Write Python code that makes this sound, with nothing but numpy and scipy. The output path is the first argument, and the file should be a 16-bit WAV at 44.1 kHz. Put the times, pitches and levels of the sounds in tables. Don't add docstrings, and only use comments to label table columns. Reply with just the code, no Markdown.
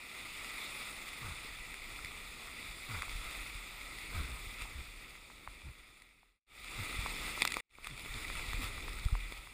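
import sys
import numpy as np
from scipy import signal
from scipy.fft import rfft, irfft, next_fast_len
from scipy.io import wavfile
from scipy.ndimage import uniform_filter1d, map_coordinates

SR = 44100
rng = np.random.default_rng(int(sys.argv[2]) if len(sys.argv) > 2 else 0)


def transcribe(signal):
    frames = np.atleast_2d(signal).T
    limited = np.clip(frames, -1, 1)
    pcm = np.round(limited * 32767).astype(np.int16)
    wavfile.write(sys.argv[1], SR, pcm)


N = 420273
TOP_HZ = 15250

# start in seconds, fade-in in seconds, end in seconds,
# fade-out in seconds.
STRETCH_FADES = [(-.1, .05, 6.396, .84), (6.465, 0.39, 7.609, .005), (7.692, 0.45, 9.6, .05)]


def amp(db):
    return 10 ** (np.asarray(db) / 20)


def unit(x):
    return x / np.sqrt(np.mean(x ** 2) + 1e-20)


def add(track, s, sound):
    part = track[max(round(s * SR), 0):][:len(sound)]
    part += sound[:len(part)]


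def wobble(rate):
    points = rng.standard_normal(int(N * rate / SR) + 4)
    return map_coordinates(points, [np.arange(N) * rate / SR])


def filtered(x, response):
    size = next_fast_len(N + 8192)
    spectrum = rfft(x, size) * response(np.fft.rfftfreq(size, 1 / SR))
    return irfft(spectrum, size)[:N]


def coloured(x, points):
    hz, db = np.transpose(points)
    return unit(filtered(x, lambda f: amp(np.interp(np.log(f + 1), np.log(hz), db))))


def patchy_noise(patchy_db):
    spectrogram = signal.stft(rng.standard_normal(N), nperseg=512)[2]
    field = rng.standard_normal(spectrogram.shape)
    field = uniform_filter1d(field, size=9, axis=0)
    field = uniform_filter1d(field, size=14, axis=1)
    noise = signal.istft(spectrogram * amp(patchy_db * unit(field)), nperseg=512)[1]
    return unit(noise[:N])


def bubbles(per_second, centre_hz, spread, cycles, scatter_db, size=256):
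    count = int(per_second * N / SR)
    start = rng.integers(0, N, (count, 1))
    hz = np.minimum(centre_hz * np.exp(spread * rng.standard_normal((count, 1))), TOP_HZ)
    strength = amp(scatter_db * np.minimum(rng.exponential(size=(count, 1)), 6))
    turns = hz * np.arange(size) / SR
    decay = amp(-60 * turns / cycles)
    rings = strength * np.sin(2 * np.pi * turns) * decay * np.sqrt(hz)
    places = start + np.arange(size)
    return unit(np.bincount(places.ravel(), rings.ravel(), N)[:N])


def case_response(size=2048):
    # resonance in Hz, width in Hz where it is 9 dB down, level in dB.
    resonances = [(955, 1320, -11.5), (1280, 350, -4.5), (2020, 337, -2), (2350, 895, -0.02),
                  (3497, 410, -6.5), (3677, 1280, -8.5), (4674, 1970, -12.5), (6530, 360, -17),
                  (7286, 1320, -15), (8370, 1170, -12.5), (9560, 570, -10.5), (9940, 380, -12),
                  (10695, 1030, -23), (13470, 980, -21), (14170, 440, -17), (14430, 710, -13.5)]
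    f = np.fft.rfftfreq(size, 1 / SR)
    power = sum(amp(db) ** 2 / (1 + (2 * (f - hz) / width) ** 2) ** 3 for hz, width, db in resonances)
    leak = amp(-49) ** 2
    cepstrum = irfft(np.log(power + leak) / 2)
    cepstrum[1:size // 2] *= 2
    cepstrum[size // 2 + 1:] = 0
    return irfft(np.exp(rfft(cepstrum)))


def current():
    # time in seconds, then foam hiss, churning and hull rumble
    # in dB before the trims of the mix.
    upper_rapid = [(0.0, -52, -64, -70), (0.23, -48, -62.5, -67.5), (0.62, -45, -59.5, -63.5),
                   (1.0, -46.5, -60, -63), (1.47, -49.5, -64.5, -57.5), (1.73, -50, -61.5, -59),
                   (2.9, -48.5, -62.5, -57.5), (3.13, -47, -63, -51.5), (3.73, -50, -63.5, -62),
                   (3.96, -49, -62, -58.5), (4.2, -48.5, -58.5, -50.5), (4.43, -49, -62.5, -53),
                   (5.1, -55, -66.5, -62.5), (5.45, -57, -66.5, -64)]
    big_wave = [(6.82, -45, -57, -54), (6.952, -44.5, -56.5, -48.5), (7.422, -43, -55, -54),
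                (7.47, -47.5, -56.5, -59.5)]
    lower_rapid = [(8.18, -47.5, -60, -52), (8.392, -45.5, -59.5, -47.5), (9.004, -50, -58.5, -49.5),
                   (9.22, -51.5, -60.5, -52), (9.378, -51, -65, -55.5), (9.52, -57, -67, -64)]
    t, levels = np.arange(N) / SR, np.zeros((3, N))
    for (start, *_), stretch in zip(STRETCH_FADES, (upper_rapid, big_wave, lower_rapid)):
        s, *columns = np.transpose(stretch)
        levels = np.where(t >= start, [np.interp(t, s, db) for db in columns], levels)
    return amp(levels)


def foam(gain, case):
    roar = patchy_noise(patchy_db=1.05)
    fizz = bubbles(per_second=1400, centre_hz=5500, spread=0.71, cycles=3.6, scatter_db=3.5)
    surge = amp(0.13 * wobble(8.4) + 0.6 * wobble(50))
    through_case = signal.fftconvolve(roar + amp(-11.5) * fizz, case)[:N]
    return gain * surge * unit(through_case)


def churn(gain):
    # frequency in Hz, relative density in dB per Hz.
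    churn_colour = [(30, -15.5), (70, -4), (130, 0), (200, 0.5), (300, 1), (500, -4), (700, -15),
                    (1000, -20), (1600, -31.5), (4000, -103)]
    tumble = bubbles(per_second=150, centre_hz=372, spread=0.53, cycles=7.5, scatter_db=2.0, size=2048)
    wash = coloured(patchy_noise(patchy_db=0.5), churn_colour)
    return gain * amp(1.2 * wobble(20)) * unit(wash + amp(-7.5) * tumble)


def hull(gain):
    # frequency in Hz, relative density in dB per Hz.
    rumble_colour = [(8, -27.5), (20, -8), (32, -5.5), (42, -2.5), (54, -9), (75, -16.5), (120, -22),
                     (250, -41), (800, -100)]
    # time in seconds, level in dB, time in seconds to ring down 60 dB.
    thumps = [(2.05, -41.5, 0.16), (3.157, -36, 0.23), (3.556, -39, .28), (4.472, -36.5, .15),
              (4.622, -39, .2), (5.485, -43.5, .18), (6.992, -28.5, 0.18), (8.488, -35, .17),
              (8.546, -29.5, .33), (8.90, -37, .22), (9.0622, -20, .084), (9.130, -20.5, 0.31)]
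    hull_hz = 40.8
    out = amp(2.5) * gain * coloured(rng.standard_normal(N), rumble_colour)
    t = np.arange(-SR // 20, SR // 2) / SR
    after = np.maximum(t, 0)
    u = (t / 0.0045) ** 2
    push = (u - 1) / (1 + u) ** 2 * np.exp(-(t / 0.03) ** 2)
    for s, db, t60 in thumps:
        decay = amp(-60 * after / t60) * (1 - np.exp(-after / 0.0054))
        ring = -np.cos(2 * np.pi * hull_hz * t) * decay
        add(out, s + t[0], amp(db) * (push + 0.64 * ring))
    return out


def tap(hz, splatter_db, case):
    t = np.arange(SR // 30) / SR
    ring = np.sin(2 * np.pi * hz * t) * amp(-60 * t * hz / 12) * (1 - np.exp(-t / 0.00071))
    burst = np.exp(-((t - 0.0012) / 0.0014) ** 2)
    tail = amp(-25.0) * amp(-60 * t / 0.019)
    splatter = rng.standard_normal(len(t)) * (burst + tail)
    splatter = signal.lfilter(*signal.butter(1, [1500, 14000], "bandpass", fs=SR), splatter)
    ring, splatter = (unit(signal.fftconvolve(part, case)[:len(t)]) for part in (ring, splatter))
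    both = ring + amp(splatter_db + 16.5) * splatter
    return both / np.abs(both).max()


def patter(gain, case):
    # time in seconds, small drops per second.
    spray_rate = [(0, 2), (6.6, 3), (7.3, 6), (7.5, 50), (8.3, 28), (9.5, 8)]
    out = np.zeros(N)
    rate = np.interp(np.arange(N) / SR, *np.transpose(spray_rate))
    landings = np.flatnonzero(rng.random(N) < rate / SR)
    for at, (size, pitch, wetness) in zip(landings, rng.uniform(-1, 1, (len(landings), 3))):
        drop = tap(2200 * np.exp(0.6 * pitch), -14 + 8 * wetness, case)
        add(out, at / SR, amp(4.6 * size) * drop)
    return gain * out


def splashes():
    # start in seconds, length in seconds,
    # hiss in dB, gurgle in dB against the hiss.
    splash_rows = [(1.208, 0.18, -50, -1.5), (1.42, 0.093, -47.5, -15), (2.879, 0.15, -48, -1.5),
                   (3.218, 0.28, -48.5, -17), (4.095, .2, -48, -5), (4.583, 0.1, -48.5, -13),
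                   (6.767, 0.11, -48, -10), (7.199, 0.13, -44.5, -12.5), (7.819, 0.11, -44, -12),
                   (8.15, .11, -47, -8), (8.61, .09, -42.5, -18)]
    rise_share = 0.29
    hiss_gain, gurgle_gain = np.zeros((2, N))
    for s, length, db, gurgle_db in splash_rows:
        u = np.linspace(0, 1, int(length * SR))
        swell = amp(db) * np.sqrt(np.interp(u, [0, rise_share, 1], [0, 1, 0]))
        add(hiss_gain, s, swell)
        add(gurgle_gain, s, swell * amp(gurgle_db))
    return hiss_gain, gurgle_gain


def gurgle(gain):
    return gain * bubbles(per_second=600, centre_hz=1303, spread=0.1, cycles=24, scatter_db=-0.5, size=768)


def gulps():
    # start in seconds, length in seconds,
    # first pitch in Hz, level in dB before the swell.
    pockets = [(1.215, 0.14, 141, -43.5), (2.885, 0.14, 144.6, -40.5), (4.135, 0.14, 105, -35.5),
               (4.279, 0.11, 70, -42), (4.745, .086, 81.4, -40.5), (5.637, .087, 76, -42),
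               (5.642, 0.062, 175, -47.5), (6.773, 0.065, 136, -36), (7.895, .06, 178, -41.5),
               (8.14, 0.045, 134, -42), (8.589, .04, 310, -44), (8.61, 0.059, 96.5, -40)]
    # frequency in Hz, relative density in dB per Hz.
    slop_colour = [(40, 5), (140, 4), (260, -9), (500, -23), (900, -19.5), (1350, -13.5), (1750, -18),
                   (3000, -44.5), (8000, -90)]
    settled_hz, settle_s = 46.8, 0.0833
    out, slop_gain = np.zeros((2, N))
    for s, length, first_hz, db in pockets:
        u = np.linspace(0, 1, int(length * SR))
        waver = map_coordinates(rng.standard_normal(8), [7 * u], mode="nearest")
        hz = settled_hz + (first_hz - settled_hz) * np.exp(-u * length / settle_s)
        phase = 2 * np.pi * np.cumsum(hz * (1 + 0.032 * waver)) / SR
        swell = amp(db) * np.sqrt(np.abs(np.sin(np.pi * u))) * amp(-3 * u)
        add(out, s, swell * (np.sin(phase) + amp(-14.5) * np.sin(2 * phase)))
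        add(slop_gain, s, swell)
    return out + amp(-11.5) * slop_gain * coloured(rng.standard_normal(N), slop_colour)


def drops(case):
    # time in seconds, peak in dB before the trim of the mix, pitch in Hz,
    # splatter in dB before the trim inside tap().
    heavy_drops = [(2.0467, -29.5, 2000, -22), (2.0577, -34.5, 2000, -25), (3.021, -25, 2100, -18),
                   (4.6198, -34, 2530, -14), (6.0202, -36, 2130, -21), (7.4195, -13, 2400, -11),
                   (7.4274, -25.5, 3700, -16), (7.451, -18.5, 2330, -6.5), (7.4749, -20.5, 2320, -13),
                   (7.5203, -22.5, 2410, -9.5), (7.5408, -23.5, 2370, -13), (7.5682, -27.5, 2450, -3),
                   (7.6006, -36, 2370, -13), (7.7528, -29, 2350, -24), (7.8441, -22, 2370, -12),
                   (7.87, -21.5, 2440, -16), (8.2487, -31, 1980, -21), (8.3, -35, 1980, -27),
                   (8.5325, -30, 2020, -12), (9.3222, -33, 2220, -3)]
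    out = np.zeros(N)
    for s, db, hz, splatter_db in heavy_drops:
        add(out, s, amp(db) * tap(hz, splatter_db, case))
    return out


def knocks():
    # time in seconds, peak in dB,
    # pitch in Hz, thud in dB against the main mode.
    knock_rows = [(3.0205, -29, 1300, -20), (3.0305, -31, 1200, -16), (3.081, -38, 1040, -14),
                  (4.654, -41, 860, -9), (5.301, -41, 1120, -16), (5.475, -30.5, 1070, -19),
                  (6.231, -37, 880, -15.5), (7.061, -23.5, 1080, -11), (7.376, -31, 1100, -8),
                  (7.420, -24.5, 924, -2.5), (7.451, -23, 1270, -11), (7.568, -25.5, 1100, -4.5),
                  (7.785, -28.5, 1160, -3), (7.870, -27, 1320, -16), (8.059, -35, 1150, 0),
                  (8.300, -33, 1200, -9), (8.396, -35, 1370, -18), (8.532, -29.5, 1170, -6),
                  (8.780, -36, 1195, -16), (8.882, -33.5, 1100, -10), (9.152, -29, 1040, -14),
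                  (9.322, -35.5, 1050, 1.5), (9.472, -40, 1113, -18)]
    out, t = np.zeros(N), np.arange(SR // 30) / SR
    envelope = (1 - np.exp(-(t / 0.00073) ** 2)) * amp(-60 * t / 0.0059)
    for s, db, hz, thud_db in knock_rows:
        main = np.sin(2 * np.pi * hz * t)
        upper = amp(-7) * np.sin(2 * np.pi * (2150 * t + rng.random()))
        thud = amp(thud_db) * np.sin(2 * np.pi * 380 * t)
        knock = (main + upper + thud) * envelope
        add(out, s, amp(db) * knock / np.abs(knock).max())
    return out


def scene():
    hiss_gain, churn_gain, rumble_gain = current()
    splash_gain, gurgle_gain = splashes()
    case = case_response()
    hiss = foam(np.hypot(amp(0.6) * hiss_gain, splash_gain), case)
    body = churn(np.hypot(amp(-0.46) * churn_gain, amp(-16) * splash_gain))
    chop = amp(0.8 + 1.5 * wobble(9))
    boat = hull(chop * rumble_gain) + gulps() + knocks()
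    spray = amp(-0.3) * drops(case) + amp(10.0) * patter(hiss_gain, case)
    return (hiss + body + gurgle(gurgle_gain) + boat + spray)[None]


def fades():
    t = np.arange(N) / SR
    stretches = [np.clip(np.minimum((t - start) / rise, (end - t) / fall), 0, 1)
                 for start, rise, end, fall in STRETCH_FADES]
    return amp(-46.5) + sum(stretches)


def record(dry):
    return np.array([filtered(channel * fades(), lambda hz: hz < TOP_HZ) for channel in dry])


dry = scene()
out = record(dry)
transcribe(out)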